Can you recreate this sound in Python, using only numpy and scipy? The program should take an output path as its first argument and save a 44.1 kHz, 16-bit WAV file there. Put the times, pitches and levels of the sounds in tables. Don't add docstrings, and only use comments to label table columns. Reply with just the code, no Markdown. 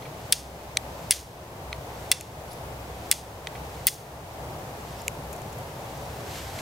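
import sys
import numpy as np
from scipy import signal
from scipy.fft import rfft, irfft, next_fast_len
from scipy.io import wavfile
from scipy.ndimage import uniform_filter1d, map_coordinates

SR = 44100
rng = np.random.default_rng(int(sys.argv[2]) if len(sys.argv) > 2 else 0)


def materialize(psi):
    bounded = np.clip(np.atleast_2d(psi).T, -1, 1)
    quanta = np.round(bounded * 32767).astype(np.int16)
    wavfile.write(sys.argv[1], SR, quanta)


N = 291706

# t/s, crack level/dB, scrape level/dB, scrape length/s, brightness/(dB per octave),
# contact pitch f/Hz, lower ring level/dB, upper ring level/dB, echo level/dB
BLOWS = [(0.3243, -4, -8, 0.0059, 1, 8600, -38, -39, -21),
         (1.1088, -3, -15.5, 0.017, 1, 5300, -4, -28, -15),
         (2.116, -3, -13, 0.0082, -2.5, 8300, -36, -28, -25.5),
         (3.1140, -3, -16.5, 0.013, 0.5, 8400, -36, -38, -22),
         (3.8694, -4, -14.5, 0.017, 4.5, 10400, -33, -3, -17)]
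# f/Hz, width/Hz, level/dB
PRESSED_MODES = [(2063, 116, 0), (2740, 80, 3), (3420, 180, 2), (4010, 73, 1.5), (4510, 310, -2),
                 (5390, 140, 0.5), (6130, 190, -10), (8800, 900, 0), (9600, 29, -15.5), (10820, 210, -0.5),
                 (12900, 110, -9), (14700, 480, -16), (15770, 36, -19.5)]


def strikes(graze_db=-22, graze_lead_s=0.0021, wet_db=-23):
    # f/Hz, t60/s
    ring_modes = [(10580, 0.034), (15230, 0.027)]
    out, t = np.zeros((2, N)), clock(1 / 8)
    for s, crack_db, scrape_db, length_s, bright, pitch_hz, *rings_db, echo_db in BLOWS:
        ring = sum(amp(db - 60 * t / t60) * np.sin(2 * np.pi * hz * t)
                   for (hz, t60), db in zip(ring_modes, rings_db))
        contact = amp(crack_db) * crack(t, bright, pitch_hz)
        drag = amp(scrape_db) * scrape(t, length_s)
        blow = small_object(contact + drag + ring, edge_hz=1160)
        graze = small_object(rng.standard_normal(len(t)) * amp(-60 * t / 0.011), edge_hz=11000)
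        add(out, s - graze_lead_s, amp(graze_db) * graze)
        add(out, s, blow * balance(0.7))
        echo = filtered(trees(), colour([(1000, 0), (16000, 4 * bright)]))
        add(out, s, amp(echo_db) * burst(echo))
        add(out, s, amp(wet_db) * signal.fftconvolve(blow, trees(), axes=1))
    return out


def crack(t, bright, pitch_hz, bite_s=0.00038, t60=0.0056, chatter_db=-17, chatter_t60=0.027,
          body_db=-4, contact_db=-4, contact_width_hz=800):
    # f/Hz, level/dB
    snap_colour = [(1000, -17), (2000, -8.5), (3400, -3.5), (5500, -2), (6800, -5.5), (8200, 3), (10500, 3),
                   (11800, -9), (13700, -6), (15800, -8)]
    bite = amp(-60 * np.maximum(t - bite_s, 0) / t60)
    envelope = bite + amp(chatter_db - 60 * t / chatter_t60)
    force = lambda: grit(envelope, side_db=-17.5)
    tilted = colour([(hz, db + bright * np.log2(hz)) for hz, db in snap_colour])
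    snap = burst(causal(force(), tilted(np.fft.rfftfreq(1024, 1 / SR))))
    contact = burst(filtered(force(), resonances([(pitch_hz, contact_width_hz, 0)])))
    body = burst(filtered(force(), resonances(PRESSED_MODES, bright)))
    return burst(snap + amp(contact_db) * contact + amp(body_db) * body)


def scrape(t, length_s, body_bright=-1.5, spray_db=-2, release_s=0.0024, grain_db=3):
    drag = (1 - np.exp(-t / 0.0038)) * np.exp(-np.maximum(t - length_s, 0) / release_s)
    sizes = rng.standard_normal(len(t) // 16 + 1).repeat(16)[:len(t)]
    chips = pair(len(t), side_db=-11.5) * amp(grain_db * sizes)
    spray = filtered(chips, colour([(900, -14), (1700, -0.5), (4200, -3.5), (7000, -2),
                                    (12000, -41), (15800, -1.5)]))
    body = filtered(chips, resonances(PRESSED_MODES, body_bright))
    return drag * unit(unit(body) + amp(spray_db) * unit(spray))


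def grit(envelope, side_db):
    force = pair(len(envelope), side_db) * envelope
    power = np.abs(rfft(force.mean(axis=0), 1024)) ** 2
    flatten = np.abs(uniform_filter1d(power, size=25)) ** -.5
    return burst(causal(force, flatten))


def trees(t60=0.34, onset_s=0.0055, lumpy_db=1.5):
    # f/Hz, level/dB
    echo_colour = [(800, -15), (2200, -3), (3200, 0), (4600, 1), (5400, 1), (6500, 3.5), (7600, -4),
                   (9000, -2.5), (11500, -6.5), (14000, -9), (15800, -13)]
    t = clock(2 / 3)
    lumps = lumpy_db * wobble(243)[:len(t)]
    scatter = filtered(around(len(t), narrow_db=-16), colour(echo_colour))
    tail = scatter * amp(lumps - 60 * t / t60) * (1 - np.exp(-t / onset_s))
    return tail / np.linalg.norm(tail[0])


def touches(events, modes):
    out, t = np.zeros((2, N)), clock(1 / 16)
    for s, db, bright, grit_t60 in events:
        force = grit(amp(-60 * t / grit_t60), side_db=-14)
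        touch = small_object(filtered(force, resonances(modes, bright)), edge_hz=600)
        add(out, s, amp(db) * burst(touch))
    return out


def taps():
    # t/s, level/dB, brightness/(dB per octave), grit t60/s
    contacts = [(0.021, -40.5, -4, 0.052), (0.0514, -36.5, -14, 0.081), (0.7706, -12.5, 1, 0.007),
                (1.7281, -25, -8, 0.0046), (1.744, -44, -5.5, 0.037), (3.4708, -24, -5.5, 0.0091),
                (3.5514, -35.5, -13, 0.054), (6.5885, -34, -2, 0.008)]
    # f/Hz, width/Hz, level/dB
    damped_modes = [(1400, 460, -18), (1980, 150, -4), (2270, 250, -3.5), (3270, 270, -3.5),
                    (3640, 300, -6), (4170, 200, 0), (6070, 300, -6), (6600, 270, -12), (8520, 240, -6.5),
                    (10700, 400, -19), (11100, 490, -17)]
    return touches(contacts, damped_modes)


def clicks():
    # t/s, level/dB, brightness/(dB per octave), grit t60/s
    flint_clicks = [(2.2095, -27.5, 3, 0.013), (2.5312, -41, 12, 0.018), (5.0175, -38.5, 3, 0.011),
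                    (5.0808, -18, -1.5, 0.0024), (5.3294, -36.5, 5, 0.013)]
    # f/Hz, width/Hz, level/dB
    flint_modes = [(2300, 360, 1.5), (2880, 340, 0.5), (4300, 2300, -12.5), (5970, 940, -5),
                   (7160, 590, 1.5), (10550, 630, -4.5), (11700, 890, -5.5), (13500, 1000, -23)]
    return touches([*flint_clicks, *fidgets()], flint_modes) * balance(1.5)


def fidgets(count=5, level_db=-43, spread_db=2, bright=7, bright_spread=7, grit_t60=.011):
    start_s, end_s = 5.27, 5.62
    ticks = []
    for k, (when, size, tone) in enumerate(rng.uniform(-1, 1, (count, 3))):
        s = start_s + (end_s - start_s) * (k + (when + 1) / 2) / count
        ticks.append((s, level_db + spread_db * size, bright + bright_spread * tone, grit_t60))
    return ticks


def sleeve(rest_db=-61, swing_db=-51.5, lead_s=0.076, rise_s=0.22, fall_s=0.58):
    # f/Hz, level/dB
    cloth_colour = [(880, -15), (1500, -1.5), (2060, -1), (2450, -4), (3400, -3.5), (7400, -7),
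                    (11000, -15), (12100, -7), (15800, -37)]
    # fastest motion t/s, level/dB, rise/s, fall/s
    reaches = [(4.95, -50.5, .33, 0.2), (6.1, -50, 0.98, .6), (6.36, -39, 0.084, 0.16),
               (6.6, -42, 0.11, .1)]
    flutter = amp(0.69 * wobble(60) + 0.82 * wobble(700))
    rustle = unit(filtered(around(N, narrow_db=-10.0), colour(cloth_colour)) * flutter)
    swings = [(s - lead_s, swing_db, rise_s, fall_s) for s, *_ in BLOWS]
    moves = sum(stroke(*move) ** 2 for move in [*swings, *reaches])
    return np.sqrt(amp(rest_db) ** 2 + moves) * rustle


def steel_rub():
    # f/Hz, width/Hz, level/dB
    slide_modes = [(4530, 1400, 1), (5600, 500, 2), (10000, 1000, 4), (11000, 500, -15)]
    rub = unit(filtered(pair(N, side_db=-15), resonances(slide_modes)) * amp(3.6 * wobble(190)))
    return stroke(2.515, db=-49, rise_s=0.031, fall_s=0.044) * rub


def finger_slide():
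    skin = unit(filtered(pair(N, side_db=-14), resonances([(5200, 520, 0)])) * amp(2.9 * wobble(180)))
    return stroke(5.005, db=-50.5, rise_s=0.04, fall_s=0.023) * skin


def stroke(s, db, rise_s, fall_s):
    t = np.arange(N) / SR - s
    return amp(db) * np.exp(np.minimum(t / rise_s, -t / fall_s))


def traffic():
    # f/Hz, level/dB
    road_colour = [(100, -23), (230, -5), (400, -1), (650, 1.5), (850, -0.5), (1050, -5.5), (1300, -11.5),
                   (1900, -17.5), (4000, -27)]
    # f/Hz, level/dB
    rumble_colour = [(15, -18), (30, -16), (48, -10.5), (64, -2.5), (85, -0.5), (110, 0.5), (150, -0.5),
                     (190, -8.5), (260, -18.5), (500, -46)]
    t = np.arange(N) / SR
    road = unit(filtered(around(N), colour(road_colour))) * balance(0.7)
    rumble = unit(filtered(around(N), colour(rumble_colour)))
    road_db = -41 + 0.33 * t + 0.53 * wobble(9.4)
    rumble_db = -44.5 + 0.35 * t + 0.11 * wobble(4.2)
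    return amp(road_db) * road + amp(rumble_db) * rumble


def drone():
    narrow = lambda hz: resonances([(64.6, 5, 0)])(hz) ** 2
    return amp(-49.0) * unit(filtered(around(N), narrow))


def hiss():
    # f/Hz, level/dB
    hiss_colour = [(300, 13.5), (1500, 0.5), (2500, 3.5), (4000, 1.5), (6500, -3), (9000, -32), (10500, -6),
                   (11500, -3), (13000, -11), (15800, -12)]
    return amp(-52.0) * unit(filtered(around(N), colour(hiss_colour))) * balance(0.3)


def around(size, narrow_db=0):
    # f/Hz, side over mid level/dB
    side_colour = [(60, -38), (110, -39), (200, -15), (380, -12.5), (700, -9.5), (1290, -0.5), (2380, 3.5),
                   (4400, 1), (8120, 1), (15000, -25)]
    mid, side = rng.standard_normal((2, size))
    side = amp(narrow_db) * filtered(side, colour(side_colour))
    return np.array([mid + side, mid - side])


def pair(size, side_db):
    mid, side = rng.standard_normal((2, size))
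    return unit(np.array([mid + amp(side_db) * side, mid - amp(side_db) * side]))


def balance(db):
    return amp([[db], [-db]])


def wobble(rate):
    return map_coordinates(rng.standard_normal(int(N * rate / SR) + 4), [np.arange(N) * rate / SR])


def resonances(modes, bright=0):
    def response(f):
        tilt = amp(bright * np.log2(np.clip(f, 1500, None) / 1500))
        return tilt * sum((-1) ** k * amp(db) * 1j * f * width / (centre * centre - f * f + 1j * f * width)
                          for k, (centre, width, db) in enumerate(modes))
    return response


def colour(points):
    f, db = np.transpose(points)
    return lambda hz: amp(np.interp(np.log(hz + 1), np.log(f), db))


def filtered(x, response):
    n = x.shape[-1]
    m = next_fast_len(n + SR // 8)
    return irfft(rfft(x, m) * response(np.fft.rfftfreq(m, 1 / SR)), m)[..., :n]


def causal(x, gain):
    cepstrum = irfft(np.log(gain + 1e-9))
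    cepstrum[1:512] *= 2
    cepstrum[513:] = 0
    return signal.fftconvolve(x, irfft(np.exp(rfft(cepstrum)))[None], axes=1)[:, :x.shape[1]]


def small_object(x, edge_hz):
    return signal.sosfilt(signal.butter(2, edge_hz, "high", fs=SR, output="sos"), x)


def amp(db):
    return 10 ** (np.asarray(db) / 20)


def unit(x):
    return x / np.sqrt(np.mean(x ** 2) + 1e-20)


def burst(x):
    return x / np.sqrt(np.mean(np.sum(x ** 2, axis=-1)) / (SR / 500))


def clock(seconds):
    return np.arange(int(seconds * SR)) / SR


def add(track, s, x):
    part = track[:, max(round(s * SR), 0):][:, :x.shape[-1]]
    part += x[..., :part.shape[1]]


def scene():
    handling = sleeve() + steel_rub() + finger_slide()
    background = traffic() + drone() + hiss()
    return strikes() + taps() + clicks() + handling + background


def record(dry, threshold_db=-9, recovery_db_per_s=12, attack_s=0.00059, top_hz=15850):
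    t = np.arange(N) / SR
    power = np.abs(uniform_filter1d(np.mean(dry ** 2, axis=0), size=88))
    level_db = 10 * np.log10(power + 1e-12)
    excess = np.maximum(level_db - threshold_db, 0)
    recovery = recovery_db_per_s * t
    held = np.maximum.accumulate(excess + recovery) - recovery
    pole = np.exp(-1 / (attack_s * SR))
    ducked = dry * amp(-signal.lfilter([1 - pole], [1, -pole], held))
    return filtered(np.clip(ducked, -.92, .92), lambda hz: 1 / (1 + (hz / top_hz) ** 160))


dry = scene()
out = record(dry)
materialize(out)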